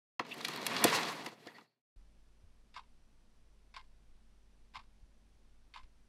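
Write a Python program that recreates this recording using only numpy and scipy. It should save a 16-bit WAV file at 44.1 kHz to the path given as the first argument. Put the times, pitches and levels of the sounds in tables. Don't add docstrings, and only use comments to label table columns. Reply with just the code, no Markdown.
import sys
import numpy as np
from scipy import signal
from scipy.fft import rfft, irfft, next_fast_len
from scipy.io import wavfile
from scipy.ndimage import uniform_filter1d

SR = 44100
rng = np.random.default_rng(int(sys.argv[2]) if len(sys.argv) > 2 else 0)


def materialize(psi):
    bounded = np.clip(np.atleast_2d(psi).T, -1, 1)
    quanta = np.round(bounded * 32767).astype(np.int16)
    wavfile.write(sys.argv[1], SR, quanta)


N = 268128

CURTAIN_IN_S, CURTAIN_OUT_S, ROOM_IN_S = .1935, 1.818, 1.9595
SETTLE_S = 1.3
MIDDLING_DB, SLACK_DB = -45, -65

# time_s, level_db
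PULL = [(.194, -56), (.225, -65.5), (.28, -54.5), (.45, -51.5), (.53, -45.5), (.62, -47.5), (.79, -39),
        (.84, -35.5), (.95, -35.5), (1.03, -42), (1.15, -45.5), (1.29, -53), (1.35, -69), (1.45, -63),
        (1.57, -65), (1.64, -70), (1.815, -79.5)]


def curtain():
    pull_db = curve(PULL)
    buzz_db, buzz_hz = -81, 120
    buzz = undb(buzz_db) * np.sqrt(2) * np.sin(2 * np.pi * buzz_hz * seconds())
    sliding = scrape(pull_db) + cloth(pull_db) + rattle(pull_db)
    return sliding + rubs() + buzz + room(knocks(pull_db), t60=0.11, db=-14.5)


def scrape(pull_db):
    shiver_db = 1.2 * walk(45)
    steady = played(undb(pull_db + shiver_db), rail, scatter_db=2)
    return patchy(steady, depth_db=4, rate=40)


# pitch_hz, width_hz, level_db
RAIL_MODES = [(960, 200, -1.5), (2040, 160, 0.5), (2810, 263, -7.5), (3576, 130, -1), (4200, 450, -13.5),
              (4770, 180, 3)]
# pitch_hz, relative_level_db
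SCRAPE_SPECTRUM = [(290, -39), (500, -6.5), (750, -6), (1130, 0.5), (1600, -1.5), (2040, 5), (3060, -6.5),
                   (3390, 0), (6230, -11.5), (12500, -26), (16000, -37)]


def rail(x):
    return colour(x + undb(4.0) * ring(x, RAIL_MODES), SCRAPE_SPECTRUM)


PATCH_EDGES = [1200, 2200, 3400, 4800]


def patchy(x, depth_db, rate):
    lowpassed = [signal.filtfilt(*signal.butter(2, hz, fs=SR), x) for hz in PATCH_EDGES]
    edges = [0] + lowpassed + [x]
    return sum(undb(depth_db * walk(rate)) * (upper - lower) for lower, upper in zip(edges, edges[1:]))


# pitch_hz, relative_level_db
CLOTH_SPECTRUM = [(18, -71.5), (30, -40.5), (81, -27.5), (146, -5.5), (310, -6.5), (347, 1.5), (488, -8.5),
                  (532, -3), (579, -9), (900, -10), (1170, -38.5), (1980, -120)]
# pitch_hz, width_hz, level_db
BOARD_MODES = [(155, 42, -11.5), (199, 30, -7.5), (244, 78, -1), (339, 52, -0.5), (452, 22, 1.5),
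               (498, 30, 0.5), (703.5, 32, 0)]


def cloth(pull_db):
    middling_pull_db, per_db = -2, -0.2154
    swish_db = middling_pull_db + per_db * (np.maximum(pull_db, SLACK_DB) - MIDDLING_DB)
    flutter_db = 1.5 * walk(25)

    def fabric(x):
        return colour(x + undb(2) * ring(x, BOARD_MODES), CLOTH_SPECTRUM)

    return played(undb(pull_db + swish_db + flutter_db), fabric, scatter_db=1.5)


def rattle(pull_db):
    start_db, moving_db, settled_db = -42, -16.5, -6.5
    times_s = [CURTAIN_IN_S + 0.026, CURTAIN_IN_S + .11, SETTLE_S, SETTLE_S + 0.042]
    rattle_db = np.interp(seconds(), times_s, [start_db, moving_db, moving_db, settled_db])
    rattle_db = rattle_db - 0.04 * np.maximum(pull_db - MIDDLING_DB, 0)
    touches_per_s, touch_decay_s = 150, .002
    touches = (rng.random(N) < touches_per_s / SR) * undb(-7 + 2.5 * rng.exponential(size=N))
    touches[int(SETTLE_S * SR):] = 0
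    flurry = signal.lfilter([1], [1, -np.exp(-1 / (touch_decay_s * SR))], touches)
    return played(undb(pull_db + rattle_db) * (0.35 + flurry), tick, scatter_db=1.5)


# pitch_hz, relative_level_db
TICK_SPECTRUM = [(4000, -29.5), (7000, -2), (9600, 0), (12500, -1), (15000, -8.5), (16500, -31.5),
                 (20000, -60)]


def tick(x):
    return colour(x, TICK_SPECTRUM)


# start_s, level_db, then relative to it thud_db, hollow_db, tick_db
KNOCKS = [(.1945, -32, -1, 12.5, -26), (.25, -48.5, -4, 6, -18), (0.34, -40, -17, -11, -6.5),
          (.379, -48, -12, -7, -0.5), (.406, -40, -22, 2, -17), (.444, -37, -28, -11, -13.5),
          (0.448, -24, -47, -15, -14), (.4826, -29, -12.5, -3.5, -9.5), (.534, -39.5, -6, -5, -8),
          (0.56, -37, -23, -9, -8.5), (.615, -36, -4, -20, -16.5), (.665, -21, -25, -13, -4.5),
          (0.764, -23.5, -18, -10.5, -25), (0.8404, -12.5, -3.5, -8.5, -1),
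          (0.898, -25.5, -26.5, -16.5, -14.5), (0.948, -28, -16.5, 4.5, -25), (1.031, -27.5, -19, -24, -22),
          (1.246, -51, -13, -21, -3), (1.261, -31.5, -7, -14, -15.5), (1.317, -52.5, 5, 4, -15),
          (1.4595, -55, 13.5, 4, -11), (1.47, -41, -17, -3, -20), (1.5828, -51.5, -13, 8.5, -27),
          (1.61, -55, -1, 0, -24)]
# pitch_hz, width_hz, level_db
BRACKET_MODES = [(850, 140, -0.5), (1150, 240, 1), (1340, 150, 0), (1680, 100, -7), (2050, 300, -8),
                 (2840, 400, -10.5)]


def knocks(pull_db):
    events = KNOCKS + small_knocks(pull_db)
    start_s, db, thud_db, hollow_db, tick_db = np.transpose(events)
    length_s = np.where(np.arange(len(start_s)) < len(KNOCKS), .0048, .0025)

    def struck_rail(x):
        return ring(rail(x), [(4600, 4500, 0)])

    def bracket(x):
        return ring(x, BRACKET_MODES)

    out = played(bursts(start_s, db, length_s), struck_rail, scatter_db=2.8)
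    out += played(bursts(start_s, db + tick_db, length_s), tick, scatter_db=0.69)
    out += played(bursts(start_s, db + hollow_db, 1.1 * length_s), bracket, scatter_db=0.92)
    return out + thuds(start_s + 0.0062, db + thud_db)


# level_over_scrape_db, then relative to it thud_db, hollow_db, tick_db
LIGHT_KNOCK = (8, -14, -6, -9)


def small_knocks(pull_db):
    per_s, moving_s = 18, SETTLE_S - CURTAIN_IN_S
    when, size = rng.random((int(per_s * moving_s), 2)).T
    start_s = CURTAIN_IN_S + when * moving_s
    over_db, *colours_db = LIGHT_KNOCK
    scrape_db = np.minimum(pull_db[(start_s * SR).astype(int)], MIDDLING_DB)
    level_db = scrape_db + over_db + 6 * (size - .5)
    return [(s, db, *colours_db) for s, db in zip(start_s, level_db)]


def thuds(start_s, peak_db):
    blows = np.zeros(N)
    blows[(start_s * SR).astype(int)] = undb(peak_db)
    push = np.zeros(SR // 10)
    push[:50] = np.hanning(50)
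    answer = ring(push, [(hz, 1.7 * width, db) for hz, width, db in BOARD_MODES])
    answer = signal.lfilter(*signal.butter(3, 130, "high", fs=SR), answer)
    return signal.fftconvolve(blows, answer / np.abs(answer).max())[:N]


# start_s, end_s, pitch_hz, level_db
RUBS = [(.26, 0.312, 2850, -65), (0.307, 0.339, 2720, -44), (0.312, .328, 3540, -50),
        (1.432, 1.51, 4530, -70), (1.466, 1.503, 1870, -54.5), (1.542, 1.582, 1950, -59),
        (1.53, 1.589, 4440, -66), (1.58, 1.802, 4360, -75.5)]


def rubs():
    out = np.zeros(N)
    for start_s, end_s, hz, db in RUBS:
        mode = [(hz, 0.14 * hz, 0)]
        i, size = int(start_s * SR), int((end_s - start_s) * SR)
        band = ring(ring(rng.standard_normal(SR // 4), mode), mode)
        out[i:i + size] += undb(db) * unit(band)[-size:] * np.sqrt(np.hanning(size))
    return out


# start_s, level_db, then relative to it first_tap_db, rebounds_db
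STEPS = [(2.7407, -47, 0, -1), (3.74, -49, 3.5, 3), (4.7371, -45, -7, -1), (5.738, -48, 2.5, 10.5)]
# delay_s, relative_level_db, relative_low_mode_db
GEAR_TAPS = [(.011, -2.5, -2), (.021, 1.5, 3.5), (.033, -0.5, -0.5), (.051, -4, 2.5)]
# delay_s, relative_level_db, relative_low_mode_db
REBOUNDS = [(0.071, -23, -11), (0.093, -22.5, 2)]
# pitch_hz, width_hz, level_db
CASE_MODES = [(1550, 68, 8), (1857, 60, 6), (2133, 69, 10.5), (2950, 92, 3.5), (3050, 820, -8),
              (3850, 140, 9.5), (4470, 33, 0), (4860, 170, 2), (4900, 28, 3), (7300, 840, 16.5)]
# pitch_hz, relative_level_db
GEAR_SPECTRUM = [(500, -23), (900, -6.5), (2500, -2.5), (5000, -5), (6500, -26), (11500, -30.5),
                 (12500, -58)]


def clock():
    firsts, later = [], []
    for step_s, db, first_db, rebound_db in STEPS:
        firsts.append((step_s, db + first_db, -7.5))
        later += [(step_s + delay, db + tap_db, low_db) for delay, tap_db, low_db in GEAR_TAPS]
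        later += [(step_s + delay, db + tap_db + rebound_db, low_db) for delay, tap_db, low_db in REBOUNDS]
    later = np.array(later)
    later += rng.standard_normal(later.shape) * [.0025, 1.5, 1.5]
    start_s, level_db, low_db = np.vstack([firsts, later]).T
    length_s = np.full(len(start_s), .011)

    def low_mode(x):
        return ring(ring(x, [(1010, 126, 0)]), [(1010, 500, 0)])

    def upper_case(x):
        return colour(x + undb(-5.5) * ring(x, CASE_MODES), GEAR_SPECTRUM)

    boom = played(bursts(start_s, level_db + low_db, length_s), low_mode, scatter_db=0.58)
    chatter = played(bursts(start_s, level_db, length_s), upper_case, scatter_db=3.16)
    return room(boom + chatter, t60=0.083, db=-15)


def air():
    return rumble_and_hiss() + mains_hum() + wavering_tones() + thumps()


# pitch_hz, relative_level_db
AIR_SPECTRUM = [(6, -13), (13, 3), (20, -4), (45, -25), (62, -21.5), (150, -26), (260, -30), (400, -34),
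                (1340, -41.5), (5600, -47), (6300, -50), (11800, -55), (12100, -66), (16000, -75)]


def rumble_and_hiss():
    return undb(-61.5) * unit(colour(rng.standard_normal(N), AIR_SPECTRUM))


# time_s, level_db
MAINS_LEVEL = [(1.96, -64.5), (2.9, -69.5), (3.3, -72.5), (3.45, -65.5), (6.08, -68)]


def mains_hum():
    hz = 48 * (1 + .004 * walk(2))
    return undb(curve(MAINS_LEVEL)) * np.sqrt(2) * np.sin(2 * np.pi * np.cumsum(hz) / SR)


# pitch_hz, width_hz, rms_level_db
TONES = [(226, 12, -83), (5880, 50, -97), (8700, 300, -98)]


def wavering_tones():
    out = np.zeros(N)
    for hz, width, db in TONES:
        mode = [(hz, width, 0)]
        out += undb(db) * unit(ring(ring(rng.standard_normal(N), mode), mode))
    return out


# start_s, starting_level_db, pitch_hz, decay_t60_s
THUMPS = [(1.967, -45, 39.2, 0.19), (2.439, -51, 79, .1), (4.774, -56.5, 106.5, 0.083),
          (5.029, -43.5, 45, 0.087), (5.837, -45.5, 43.6, 0.084)]


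def thumps():
    out = np.zeros(N)
    for start_s, db, hz, t60 in THUMPS:
        since = np.maximum(seconds() - start_s, 0)
        out += undb(db - 60 * since / t60) * np.sin(2 * np.pi * hz * since)
    return out


def room(x, t60, db):
    t = np.arange(int(.4 * SR)) / SR
    tail = rng.standard_normal(len(t)) * undb(-60 * t / t60) * (t > .004)
    tail = signal.lfilter([1], [1, -.65], tail)
    return x + undb(db) * signal.fftconvolve(x, tail / np.sqrt(np.sum(tail ** 2)))[:N]


def played(env, body, scatter_db):
    noise = grit(scatter_db)
    return body(env * noise) / np.std(body(noise))


def grit(scatter_db):
    return unit(rng.standard_normal(N) * undb(scatter_db * rng.exponential(size=N)))


def bursts(start_s, level_db, length_s):
    env = np.zeros(N)
    crest_db = 5
    for s, gain, length in zip(start_s, undb(level_db - crest_db), length_s):
        i = int(s * SR)
        u = np.arange(min(int(.08 * SR), N - i)) / SR / length
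        env[i:i + len(u)] += gain * (1 - np.exp(-9 * u)) * np.exp(-u ** 1.4)
    return env


def ring(x, modes):
    out = np.zeros(len(x))
    for k, (hz, width, db) in enumerate(modes):
        out += (-1) ** k * undb(db) * signal.lfilter(*signal.iirpeak(hz, hz / width, SR), x)
    return out


def colour(x, points):
    size = next_fast_len(N)
    hz, db = np.transpose(points)
    f = np.maximum(np.arange(size // 2 + 1) * SR / size, 1)
    gain = undb(np.interp(np.log(f), np.log(hz), db, left=-80, right=-80))
    return irfft(rfft(x, size) * gain, size)[:N]


def walk(rate):
    k = int(SR / rate)
    return uniform_filter1d(np.repeat(rng.standard_normal(N // k + 1), k), k)[:N]


def curve(table):
    return np.interp(seconds(), *np.transpose(table))


def seconds():
    return np.arange(N) / SR


def undb(db):
    return 10 ** (np.asarray(db) / 20)


def unit(x):
    return x / np.sqrt(np.mean(x ** 2))


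def scene():
    t = seconds()
    fade_from_s, fade_db_per_s = 1.593, 114.5
    fade = undb(-fade_db_per_s * np.maximum(t - fade_from_s, 0))
    sweep = curtain() * (t > CURTAIN_IN_S) * (t < CURTAIN_OUT_S) * fade
    quiet = (air() + clock()) * np.clip((t - ROOM_IN_S) / .002, 0, 1)
    return (sweep + quiet)[None]


def record(dry):
    return signal.sosfilt(signal.ellip(8, .2, 70, 15900, fs=SR, output="sos"), dry)


dry = scene()
out = record(dry)
materialize(out)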